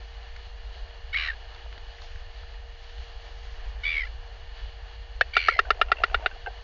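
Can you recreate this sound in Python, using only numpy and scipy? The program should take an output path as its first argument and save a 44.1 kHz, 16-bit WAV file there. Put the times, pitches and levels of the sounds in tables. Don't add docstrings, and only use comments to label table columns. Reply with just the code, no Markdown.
import sys
import numpy as np
from scipy import signal
from scipy.fft import rfft, irfft
from scipy.io import wavfile
from scipy.ndimage import uniform_filter1d

SR = 44100
rng = np.random.default_rng(int(sys.argv[2]) if len(sys.argv) > 2 else 0)


def amplitude_ratio(level_db):
    exponent = np.asarray(level_db, float) / 20
    return 10 ** exponent


def wav_out(sig):
    wavfile.write(sys.argv[1], SR, np.round(np.clip(np.atleast_2d(sig).T, -1, 1) * 32767).astype(np.int16))


N = 292779

# f/Hz, density/(dB per Hz)
RUMBLE_SPECTRUM = [(8.8, -30), (15, -10.5), (25, 3), (32, -5.5), (40, -0.5), (52, 2.5), (58, -3.5),
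                   (66, -18), (95, -31), (130, -57.5), (170, -67), (290, -120)]
# t/s, peak level/dB
WIND_BUFFETS = [(.18, -44.5), (.33, -37.5), (.49, -33), (.68, -36.5), (.83, -34.5), (.99, -44.5),
                (1.679, -36), (1.83, -39), (2.15, -34), (2.41, -41.5), (3.0, -31.5), (3.171, -37),
                (3.33, -37.5), (3.66, -30), (3.86, -33.5), (3.999, -33), (4.18, -33), (4.649, -29.5),
                (4.838, -37.5), (4.99, -36.5), (5.17, -31.5), (5.31, -41), (5.669, -35.5), (5.86, -31.5),
                (6.01, -37.5), (6.16, -31.5)]
# t/s, level/dB
BREEZE_CURVE = [(0, -5), (.12, -2), (.3, -2.5), (1.3, 0), (1.7, -0.5), (2.4, 1), (3.1, -2), (3.8, 0),
                (4.4, 0), (4.8, -4), (5.4, -2), (6.2, 1.3), (6.64, -4.5)]
BUFFET_S, BREEZE_DB, AIR_DB = 0.021, -38.5, -52
# f/Hz, density/(dB per Hz)
SURF_SPECTRUM = [(50, -30.5), (62, -0.5), (72, 3), (82, -1.5), (93, -6), (106, -15.5), (125, -30.5),
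                 (165, -42.5)]
SURF_DB = -54.5
# f/Hz, density/(dB per Hz)
HISS_SPECTRUM = [(100, -14), (130, -18), (200, -22), (255, -32.5), (380, -13.5), (520, -19.5), (1100, -14),
                 (2400, -13.5), (5000, -27.5), (6300, -32.5), (7000, -28), (7600, -32)]
# f/Hz, width/Hz, level over the rest/dB
HOUSING_MODES = [(720, 370, 13), (1750, 250, 7.5), (2964, 150, 10), (3324, 230, 7.5), (4376, 1130, 13.5),
                 (6150, 310, 5.5)]
# f/Hz, rms level/dB
ELECTRONIC_TONES = [(468.3, -60.5), (586.8, -71), (1825, -68), (2810, -66), (2929, -68), (3278, -76)]
# f/Hz, rms level/dB
MACHINE_TONES = [(53, -51.5), (71, -67), (91, -62.5), (103, -74), (120, -90.5)]
# t/s, peak level/dB, low edge f/Hz, high edge f/Hz, length/ms
STALK_CRACKS = [(.07, -56, 1000, 5000, 2.7), (0.219, -55, 1000, 5000, 3), (0.361, -37.5, 1500, 2370, 6.7),
                (0.363, -39, 2400, 4900, 4.0), (1.546, -37.5, 2920, 4630, 6.2),
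                (1.547, -43, 1300, 2200, 3.7), (1.59, -46, 1400, 2200, 3.5), (1.607, -43, 700, 2000, 4.5),
                (1.562, -38, 1500, 4000, 3.3), (1.66, -39, 500, 1400, 5.0), (1.726, -34.5, 900, 3500, 5.3),
                (1.776, -39, 1400, 2200, 5.0), (1.776, -49, 120, 700, 4.6), (1.778, -39.5, 3000, 4700, 5.9),
                (1.982, -43, 1400, 2090, 13), (2.018, -37, 3600, 5440, 4.0), (2.018, -40, 900, 1800, 2.1),
                (2.157, -39, 1400, 2400, 4.0), (2.431, -41.5, 500, 1480, 14), (2.981, -39, 600, 4550, 7.1),
                (3.101, -54, 2000, 5000, 3)]
# t/s, half length/s, level/dB
LEG_SWISHES = [
    (0.102, .08, -62),
    (1.7, .06, -61),
    (2.096, 0.13, -55.5),
    (2.93, 0.19, -58),
    (3.45, 0.23, -58),
]

# t/s, level/dB, whistle f/Hz, rasp share/1
EFFORT_1 = [
    (1.135, -25.5, 2220, 0.3),
    (1.1455, -20.5, 1920, 0.36),
    (1.1525, -18.5, 2190, 0),
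    (1.1632, -16.5, 2220, 0.05),
    (1.1735, -19, 2380, 0.3),
    (1.2749, -25, 2274, 0.87),
    (1.2882, -20, 1864, 0.1),
    (1.3029, -21.5, 1790, 0.05),
    (1.317, -32, 1600, 0.25),
    (1.335, -36.5, 1655, 0.25),
]
EFFORT_2 = [
    (3.8406, -26.5, 2215, 0.87),
    (3.8551, -20.5, 2290, 0.08),
    (3.8676, -18, 2316, 0.04),
    (3.9298, -21, 2307, 0.12),
    (3.9816, -18.5, 2194, 0.093),
    (3.9961, -21.5, 2220, 0.075),
    (4.0205, -24.5, 2030, .08),
    (4.0370, -24.5, 1975, .08),
    (4.0530, -33, 2090, 0.8),
    (4.0730, -36.5, 1737, 0.36),
]
EFFORT_3 = [
    (5.341, -25, 2287, 0.4),
    (5.3553, -22.5, 2263, 0.22),
    (5.38, -18.5, 2326, 0.13),
    (5.4034, -22.5, 2306, 0.32),
    (5.4625, -25.5, 2280, 0.7),
    (5.486, -23, 2320, 0.88),
    (5.5124, -24, 2225, .2),
    (5.5534, -27, 2018, 0.068),
    (5.5844, -33, 2050, 0.25),
]
THROB_COUNTS = [
    (1, 1, 1, 1, 8, 1, 1, 1, 1),
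    (1, 1, 5, 4, 1, 2, 1, 1, 1),
    (1, 2, 2, 5, 2, 2, 3, 2),
]
SQUEAL_LEVELS = [
    (-31, -30, -25, -30, -4, -8, -16, -30, -30, -30),
    (-30, -27.5, -26.5, -5.5, -22, -24, -25, -23, -25, -25),
    (-30, -22, -17, -7, -6.5, -6, -20, -26, -26),
]
# f/Hz, gain/dB
THROAT_COLOUR_1 = [(530, -54), (850, -34), (1150, 1), (1450, -1.5), (1750, 3), (2000, 7), (2300, -2),
                   (2600, -2.5), (2940, -0.5), (3460, -12.5), (3970, 2), (4400, -11.5), (4800, -18),
                   (5500, -17.5), (6000, -36), (6500, -28), (7000, -38), (9100, -76), (15400, -120)]
THROAT_COLOUR_2 = [(800, -60), (1350, 0), (1600, -4.5), (1900, 0.5), (2300, 8), (2750, -7), (3050, 2),
                   (3500, -10.5), (3850, -1.5), (4250, -15), (4650, -8.5), (5200, -17), (5700, -24),
                   (7000, -37)]
THROAT_COLOUR_3 = [(900, -27), (1480, -3), (1870, -4.5), (2310, 6), (2550, -2.5), (2850, -1.5), (3250, -5),
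                   (3650, -21.5), (4250, -0.5), (4600, -7), (5100, -33), (5800, -22.5), (7000, -43)]
# f/Hz, gain/dB
OPENING_COLOUR = [(2400, 3.5), (2900, 7), (3300, 7), (5500, 4.5)]
# multiple of the voice pitch/1, level in cry 1, 2 and 3/dB
VOICE_PARTIALS = [(1, -26, -26, -26), (2, 0, 0, 0), (3, -14, -8, -14), (4, -18, -18, -16),
                  (5, -30, -29, -30)]
# f/Hz, gain/dB
BEAK_GAIN = [(2700, 1), (3120, 3), (3360, -7), (3500, 2), (3850, 0), (4200, 3), (4480, -8), (4680, 2),
             (5200, 7), (5600, -12)]

# t/s, peak level/dB, mouth f/Hz, throat f/Hz, throat level/dB
WIDE_CLACK = [
    (5.2102, -2.5, 1842, 1510, -24),
]
# t/s, peak level/dB, mouth f/Hz, throat f/Hz, throat level/dB
CLACK_TRAIN = [
    (5.3665, -2.5, 1524, 1910, -15),
    (5.4846, -2, 1445, 1840, -9.5),
    (5.5904, -0.5, 1472, 1808, -11.5),
    (5.7044, -3.5, 1461, 1770, -12),
    (5.8138, -4.5, 1455, 1750, -14.5),
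    (5.9172, -2, 1500, 1840, -18),
    (6.0362, -3.5, 1498, 1840, -17),
    (6.1441, -6.5, 1535, 1810, -16.5),
    (6.26, -7, 1594, 1830, -15),
]
# skull level/dB, jaw level/dB, horn level/dB, tip level/dB
CLACK_COLOURS = [(-1.5, 1, -1, -0.5), (-0.5, 1, 3, -0.5), (0.5, 4, -3.5, 6.5), (-0.5, -2, 0.5, 4),
                 (2.5, 1.5, 1.5, 3.5), (1, 4.5, 1, -2), (-1.5, 2, -1, 1), (0.5, 2.5, -1.5, 2),
                 (-1.5, 4, -1.5, -6), (-1.5, 5, -1, -14)]
# mouth t60/s, throat t60/s
CLACK_DECAYS = [(0.029, 0.031), (0.027, .035), (0.032, 0.037), (0.023, 0.034), (0.03, 0.032), (0.034, .042),
                (0.026, 0.042), (.027, 0.04), (0.029, 0.036), (0.025, .025)]
# f/Hz, level/dB, t60/s
WIDE_BILL_MODES = [(514, -14.5, 0.03), (700, -12.5, 0.019), (1920, -17.5, 0.025), (2580, -11, 0.054),
                   (3000, -8.5, 0.035), (3620, -11, 0.034), (4000, -22, 0.017), (4380, -8.5, 0.022),
                   (5200, -23, .02), (5640, -26, 0.028), (6740, -44, .012)]
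TRAIN_BILL_MODES = [(414, -21, 0.035), (700, -7.5, 0.012), (774, -8, 0.0079), (2050, -9, 0.037),
                    (2380, -28.5, 0.084), (2773, -4, 0.031), (2650, -9, 0.0089), (2920, -15.5, 0.033),
                    (3360, -21.5, 0.016), (3574, -13.5, 0.037), (3860, -14, 0.025), (4460, -14.5, 0.019),
                    (4550, -17, 0.026), (5046, -19.5, 0.022), (6000, -36.5, 0.015), (6300, -39.5, 0.015)]
HORN_PEAK_DB = -19
# t/s, level/dB
GROWL_CURVE = [
    (5.45, -63),
    (5.6, -49),
    (5.8, -48),
    (6., -44.5),
    (6.2, -44),
    (6.35, -48),
    (6.42, -85),
]
# t/s, peak level/dB, mouth f/Hz, horn level/dB
BILL_TOUCHES = [(5.651, -36, 1520, -34), (5.668, -46, 1640, -13), (5.517, -31, 1400, -20),
                (6.017, -40.5, 2500, -1), (5.885, -36.5, 1393, 1), (5.9683, -35, 2080, 12),
                (5.984, -34, 1500, 12), (6.001, -35, 2030, -2), (6.098, -35, 1530, 0),
                (6.111, -38, 1435, 21), (6.226, -38, 1500, -6), (6.311, -34, 1540, -5),
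                (6.4614, -25, 1590, -3), (6.471, -25.5, 1566, -10)]
# t/s, peak level/dB, f/Hz, length/ms
LONE_GULPS = [
    (5.518, -32.5, 514, 12),
    (5.562, -28.5, 700, 6.9),
    (5.577, -31, 670, 12),
    (5.749, -38, 487, 11),
    (6.099, -42, 762, 8.3),
    (6.2, -37, 920, 34),
    (6.47, -21, 800, 6.1),
    (6.477, -24.5, 742, 14),
    (6.504, -35, 734, 5.4),
    (6.472, -32, 501, 13.4),
]
# t of the last/s, its peak level/dB, its f/Hz,
# spacing/ms, growth a gulp/dB
SWELLING_GULPS = [
    (5.688, -29, 720, 20.4, 4),
    (5.794, -26.5, 700, 20, 14.5),
    (5.899, -29.5, 756, 14, 8),
    (6.016, -25, 700, 16, 5),
    (6.133, -29.5, 758, 11, 2),
    (6.247, -29.5, 742, 11.3, 0.5),
    (6.362, -34, 720, 21, 13),
]
GULP_RISE, GULP_MS = 0.065, 10.6
TOP_HZ = 6840


def on_log_axis(table, hz):
    f, db = np.transpose(table)
    return np.interp(np.log(np.maximum(hz, 1)), np.log(f), db)


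def coloured(x, table):
    hz = np.arange(len(x) // 2 + 1) * SR / len(x)
    y = irfft(rfft(x) * amplitude_ratio(on_log_axis(table, hz)), len(x))
    return y / np.sqrt(np.mean(y ** 2))


def curve(table):
    return amplitude_ratio(np.interp(np.arange(N) / SR, *np.transpose(table)))


def walk(rate, size=N):
    k = max(int(SR / rate), 1)
    held = np.repeat(rng.standard_normal(size // k + 1), k)
    return 1.357 * uniform_filter1d(uniform_filter1d(held, k), k)[:size]


def add(out, s, sound):
    i = int(round(s * SR))
    out[i:i + len(sound)] += sound[:N - i]


def buffeting():
    t = np.arange(N) / SR
    swells = sum(amplitude_ratio(2 * db) * np.exp(-((t - s) / BUFFET_S) ** 2) for s, db in WIND_BUFFETS)
    breeze = curve(BREEZE_CURVE) * amplitude_ratio(BREEZE_DB + 2.3 * walk(7.9))
    return np.sqrt(swells + breeze ** 2)


def housed_hiss():
    hz = np.arange(N // 2 + 1) * SR / N
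    resonance = sum(d / (1 + (2 * (hz - f) / w) ** 2) for f, w, d in HOUSING_MODES)
    spectrum = rfft(rng.standard_normal(N)) * amplitude_ratio(on_log_axis(HISS_SPECTRUM, hz) + resonance)
    puffs = walk(25)
    hiss = 0
    for centre in np.arange(6, 14):
        share = np.clip(1 - np.abs(np.log2(np.maximum(hz, 64)) - centre), 0, 1)
        hiss = hiss + irfft(spectrum * share, N) * amplitude_ratio(puffs + walk(9.9))
    band = (hz > 600) & (hz < 5000)
    return hiss * N / np.sqrt(2 * np.sum(np.abs(spectrum[band]) ** 2))


def wind():
    rumble = coloured(rng.standard_normal(N), RUMBLE_SPECTRUM)
    rumble = rumble / np.sqrt(uniform_filter1d(rumble ** 2, 3500) + 0.15)
    gusts = buffeting() * rumble
    bass = [(56, -7.5), (64, -2.5), (90, -4.5), (115, -11), (160, -30.0)]
    gusts = coloured(gusts, bass) * np.std(gusts) * amplitude_ratio(-1.5)
    surf = amplitude_ratio(SURF_DB + 0.42 * walk(1.5)) * coloured(rng.standard_normal(N), SURF_SPECTRUM)
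    return gusts + surf + amplitude_ratio(AIR_DB + 0.069 * walk(8.0)) * housed_hiss()


def hum():
    t = np.arange(N) / SR
    high = sum(amplitude_ratio(db + walk(5.2)) * np.sin(2 * np.pi * hz * t + 1.2 * walk(7.8))
               for hz, db in ELECTRONIC_TONES)
    low = sum(amplitude_ratio(db + 2.0 * walk(0.64)) * np.sin(2 * np.pi * hz * t + 1.47 * walk(2.875))
              for hz, db in MACHINE_TONES)
    return np.sqrt(2) * (high + low)


def stalks():
    out = np.zeros(N)
    n = np.arange(600)
    for s, db, low_hz, high_hz, ms in STALK_CRACKS:
        snap = rng.standard_normal(600) * np.exp(-n / (ms * SR / 2000)) * np.minimum(n / 15., 1)
        snap = signal.lfilter(*signal.butter(3, [low_hz, high_hz], "band", fs=SR), snap)
        add(out, s, amplitude_ratio(db) * snap / np.abs(snap).max())
    return out


def swishes():
    t = np.arange(N) / SR
    swell = sum(amplitude_ratio(db) * np.exp(-((t - s) / half_s) ** 2) for s, half_s, db in LEG_SWISHES)
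    colour = [(900, -18), (1800, -0.5), (3500, 1), (5000, -4), (6800, -11.5)]
    grass = coloured(rng.standard_normal(N), colour)
    return swell * amplitude_ratio(2.3 * walk(60)) * grass


def throbs_of(effort, squeal, steps, share, count=1, order=0):
    at = np.cumsum([0, *steps])
    n = np.arange(at[-1] + 1)
    columns = [*np.transpose(effort), squeal]
    s, db, hz, rasp, squeal_db = (np.interp(n, at, column) for column in columns)
    outer = (n < count) | (n > n[-1] - order)
    return np.transpose([s, db, hz, rasp, hz * np.where(outer, 1 / 3, share), squeal_db])


def cry(throbs, throat, partial_db, flat, skew, duty, scoop, sweep, point, cede, breath, spread,
        rasp_rise, rise=0.076, tail=0.18, dull_db_s=28.0, held=1.0, late=1.4):
    out = np.zeros(N)
    u = np.arange(-1024, 1024) / SR
    orders = np.arange(1, 23)[:, None]
    starts = spread * orders ** 2
    onset = throbs[0][0]
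    times, levels, *_ = np.transpose(throbs)
    gaps = np.minimum(np.gradient(times), .015)
    gaps[np.argmax(levels)] *= held
    gaps[0] = 0.018
    high_pass = signal.butter(2, 2700, "high", fs=SR, output="sos")
    for (s, db, hz, rasp, rasp_hz, squeal_db), gap in zip(throbs, gaps):
        broken = 0.33 if rasp_hz > .3 * hz else 1
        place = u / (duty * gap) + .12 * skew
        lean = np.clip(place * (1 + skew * (place < 0)), -.5, .5)
        swell = np.abs(np.cos(np.pi * lean)) ** (flat + point * (1 - min(rasp, 1)))
        swell = swell + tail * np.exp(-(place / 1.33) ** 2) * (s + u > onset - gaps[0] / 2)

        slide = rise * np.clip(place, -.6, .2) - scoop * np.exp(-np.clip(place + 0.449, 0, 1) / 0.07)
        phase = np.pi * hz * np.cumsum(1 + slide + 0.011 * walk(290, size=len(u))) / SR
        whistle = 0
        for (k, *_), d in zip(VOICE_PARTIALS, partial_db):
            dulling = (2 < k < 5) * dull_db_s * (s - onset)
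            gain = amplitude_ratio(d + on_log_axis(BEAK_GAIN, k * hz / 2) - dulling)
            whistle = whistle + gain * np.sin(k * phase + k * k)

        waver = broken ** 2 * rasp_rise * np.clip(place, -.6, .6) + broken * 0.06 * walk(400, size=len(u))
        turns = rasp_hz * np.cumsum(1 + waver) / SR
        stack = np.cos(2 * np.pi * orders * (turns - turns[1024] + 0.15) + starts).sum(axis=0)
        harsh = coloured(stack + broken * breath * rng.standard_normal(len(u)), throat)
        if s == onset:
            harsh = coloured(harsh, OPENING_COLOUR)
        treble = signal.sosfiltfilt(high_pass, harsh)
        harsh = harsh + treble * np.clip(late * (place + 0.05), -0.75, 0.5)

        climb = 1 + sweep * np.clip(place + 0.3, 0, 0.33) + 0.08 * place + 0.017 * walk(400, size=len(u))
        squeal = amplitude_ratio(squeal_db) * np.sin(2 * np.pi * hz * np.cumsum(climb) / SR)
        squeal = squeal * np.exp(-((place - 0.1) / 0.24) ** 2)
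        yielding = cede * amplitude_ratio(squeal_db) * np.clip((place + 0.17) / 0.2, 0, 1)
        whistle = whistle * np.clip(1 - yielding, 0, 1)

        rasp = np.clip(rasp * ((place + 0.78) / 0.13).clip(.08, 1), 0, 1)
        voice = np.sqrt(1 - rasp) * whistle + np.sqrt(rasp / 2) * harsh + squeal
        add(out, s + u[0], amplitude_ratio(db) * swell * voice)
    return out


def cries():
    _, db_1, db_2, db_3 = np.transpose(VOICE_PARTIALS)
    throbs_1 = throbs_of(EFFORT_1, SQUEAL_LEVELS[0], THROB_COUNTS[0], 0.22, count=2)
    throbs_2 = throbs_of(EFFORT_2, SQUEAL_LEVELS[1], THROB_COUNTS[1], 0.25, order=2)
    throbs_3 = throbs_of(EFFORT_3, SQUEAL_LEVELS[2], THROB_COUNTS[2], 0.21)
    first = cry(throbs_1, THROAT_COLOUR_1, db_1, flat=0.26, skew=0.47, duty=0.98, rise=0.034, tail=0.12,
                scoop=0.12, sweep=0.7, point=0.58, held=1.34, cede=0.92, breath=0.77, spread=0.43,
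                rasp_rise=0.52, late=1.2)
    second = cry(throbs_2, THROAT_COLOUR_2, db_2, flat=0.73, skew=0.34, duty=0.9, dull_db_s=50.5,
                 scoop=0.14, sweep=0.63, point=0.1, rise=0.03, cede=0.4, breath=0.6, spread=0.4,
                 rasp_rise=0.4)
    third = cry(throbs_3, THROAT_COLOUR_3, db_3, flat=0.24, skew=0.89, duty=0.91, dull_db_s=20.5,
                scoop=0.15, sweep=0.78, point=0.22, held=1.2, cede=0.52, breath=0.6, spread=0.17,
                rasp_rise=0.39, late=3.3)
    return first + amplitude_ratio(-0.5) * second + third


def ring(hz, t60, glide=0., glide_s=0.0036, bloom=0., bloom_s=0.0012):
    t = np.arange(2600) / SR
    swing = np.sin(2 * np.pi * hz * (t - glide * glide_s * (1 - np.exp(-t / glide_s))))
    return swing * (1 - bloom * np.exp(-t / bloom_s)) * 1000. ** (-t / t60)


def clacks(rows, colours, decays, bill, glide, glide_s):
    out = np.zeros(N)
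    for row, colour, (mouth_s, throat_s) in zip(rows, colours, decays):
        s, db, mouth_hz, throat_hz, throat_db = row
        skull_db, jaw_db, extra_db, tip_db = colour
        horn_db = HORN_PEAK_DB - db + extra_db
        chance = rng.standard_normal((len(bill), 2))
        blow = ring(1.0205 * mouth_hz, mouth_s, glide, glide_s, 1.0, 0.0012)
        blow = blow + amplitude_ratio(throat_db + 5.0) * ring(1.06 * throat_hz, throat_s, 0.23, 0.0036, 1.0)
        for k, ((hz, d, t60), (a, b)) in enumerate(zip(bill, chance)):
            part_db = skull_db if hz < 600 else jaw_db if hz < 1000 else tip_db if hz > 4700 else 0
            gain = (-1) ** k * amplitude_ratio(d + a + (horn_db + 5.5) * (hz > 2000) + part_db)
            blow = blow + gain * ring(hz * (1 + 0.012 * b), t60, 0.084, 0.00068, 0.44, 0.00087)
        crack_colour = [(1500, -5.0), (2200, 4.0), (4800, -11.5), (5600, -23.5 + tip_db), (7000, -35 + tip_db)]
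        crack = coloured(rng.standard_normal(len(blow)), crack_colour)
        t = np.arange(len(blow)) / SR
        blow = blow + amplitude_ratio(horn_db - 5.0) * crack * t / 0.0033 * np.exp(1 - t / 0.0028)
        blow = blow + amplitude_ratio(-12.5) * ring(1900, 0.0024)
        add(out, s - 0.0005, 1.1 * amplitude_ratio(db) * blow)
    return out


def growl():
    gate = 0.066 + np.maximum(np.sin(2 * np.pi * 75 * np.cumsum(1 + 0.22 * walk(30)) / SR), 0) ** 2
    throat = [(130, -40.0), (200, -9.0), (330, -17.5), (450, -2.0), (800, -2.5), (1050, -4.5),
              (1500, -9.5), (2700, -11.0), (3500, -34.0)]
    return curve(GROWL_CURVE) * 1.13 * gate * coloured(rng.standard_normal(N), throat)


def touches():
    out = np.zeros(N)
    n = np.arange(300)
    for s, db, mouth_hz, horn_db in BILL_TOUCHES:
        body = ring(mouth_hz, 0.052) + 1.2 * amplitude_ratio(horn_db) * ring(2720, 0.024) + .3 * ring(2100, .025)
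        scrape = rng.standard_normal(300) * np.exp(-n / 70) * (rng.random(300) < .1)
        scrape[0] = 1.2
        sound = np.convolve(body, uniform_filter1d(scrape, size=7))
        add(out, s, amplitude_ratio(db) * sound / np.abs(sound).max())
    return out


def gulp_rows():
    runs = [(s - k * gap_ms / 1000, db - k * grow_db, hz * (1 - k * GULP_RISE), GULP_MS)
            for s, db, hz, gap_ms, grow_db in SWELLING_GULPS for k in range(3)]
    return runs + LONE_GULPS


def gulps():
    out = np.zeros(N)
    for s, db, hz, ms in gulp_rows():
        t = np.arange(int(1.31 * ms * SR / 1000)) / SR
        tone = np.sin(2 * np.pi * hz * t)
        tone = tone + 0.17 * np.sin(2 * np.pi * 440 * t + 8.9 * rng.random())
        tone = tone + 0.15 * np.sin(2 * np.pi * 0.93 * hz * t) * np.exp(-t / 0.004)
        swell = np.sin(np.pi * (t / t[-1]) ** 0.68) ** 2
        add(out, s - .0025, 0.58 * amplitude_ratio(db) * swell * tone)
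    return out


def bill_contacts():
    wide = clacks(WIDE_CLACK, CLACK_COLOURS[:1], CLACK_DECAYS[:1], WIDE_BILL_MODES, glide=0.27, glide_s=0.0046)
    train = clacks(CLACK_TRAIN, CLACK_COLOURS[1:], CLACK_DECAYS[1:], TRAIN_BILL_MODES, glide=0.16, glide_s=0.01)
    bill = wide + train + touches()
    n = np.arange(3000)
    scatter = rng.standard_normal(3000) * 1000. ** (-n / (0.07 * SR)) * (n > 0.006 * SR)
    return bill + amplitude_ratio(-47.5) * signal.fftconvolve(bill, scatter)[:N]


def scene():
    ground = wind() + hum() + stalks() + swishes()
    bird = 0.63 * cries() + bill_contacts() + gulps()
    bird = 0.16 * bird + 0.83 * signal.lfilter(*signal.iirnotch(1020, 6., SR), bird)
    radiated = signal.sosfilt(signal.butter(8, 370, "high", fs=SR, output="sos"), bird)
    return (ground + radiated + amplitude_ratio(-22.5) * bird + growl())[None]


def roll_off(x):
    return signal.sosfilt(signal.butter(12, 7740, fs=SR, output="sos"), x)


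def record(dry):
    rounded = 0.94 * np.tanh(dry / 0.92)
    narrow = signal.sosfilt(signal.butter(26, TOP_HZ, fs=SR, output="sos"), rounded)
    narrow = narrow * np.clip((N - np.arange(N)) / 300, 0, 1)
    return roll_off(narrow)


dry = scene()
out = record(dry)
wav_out(out)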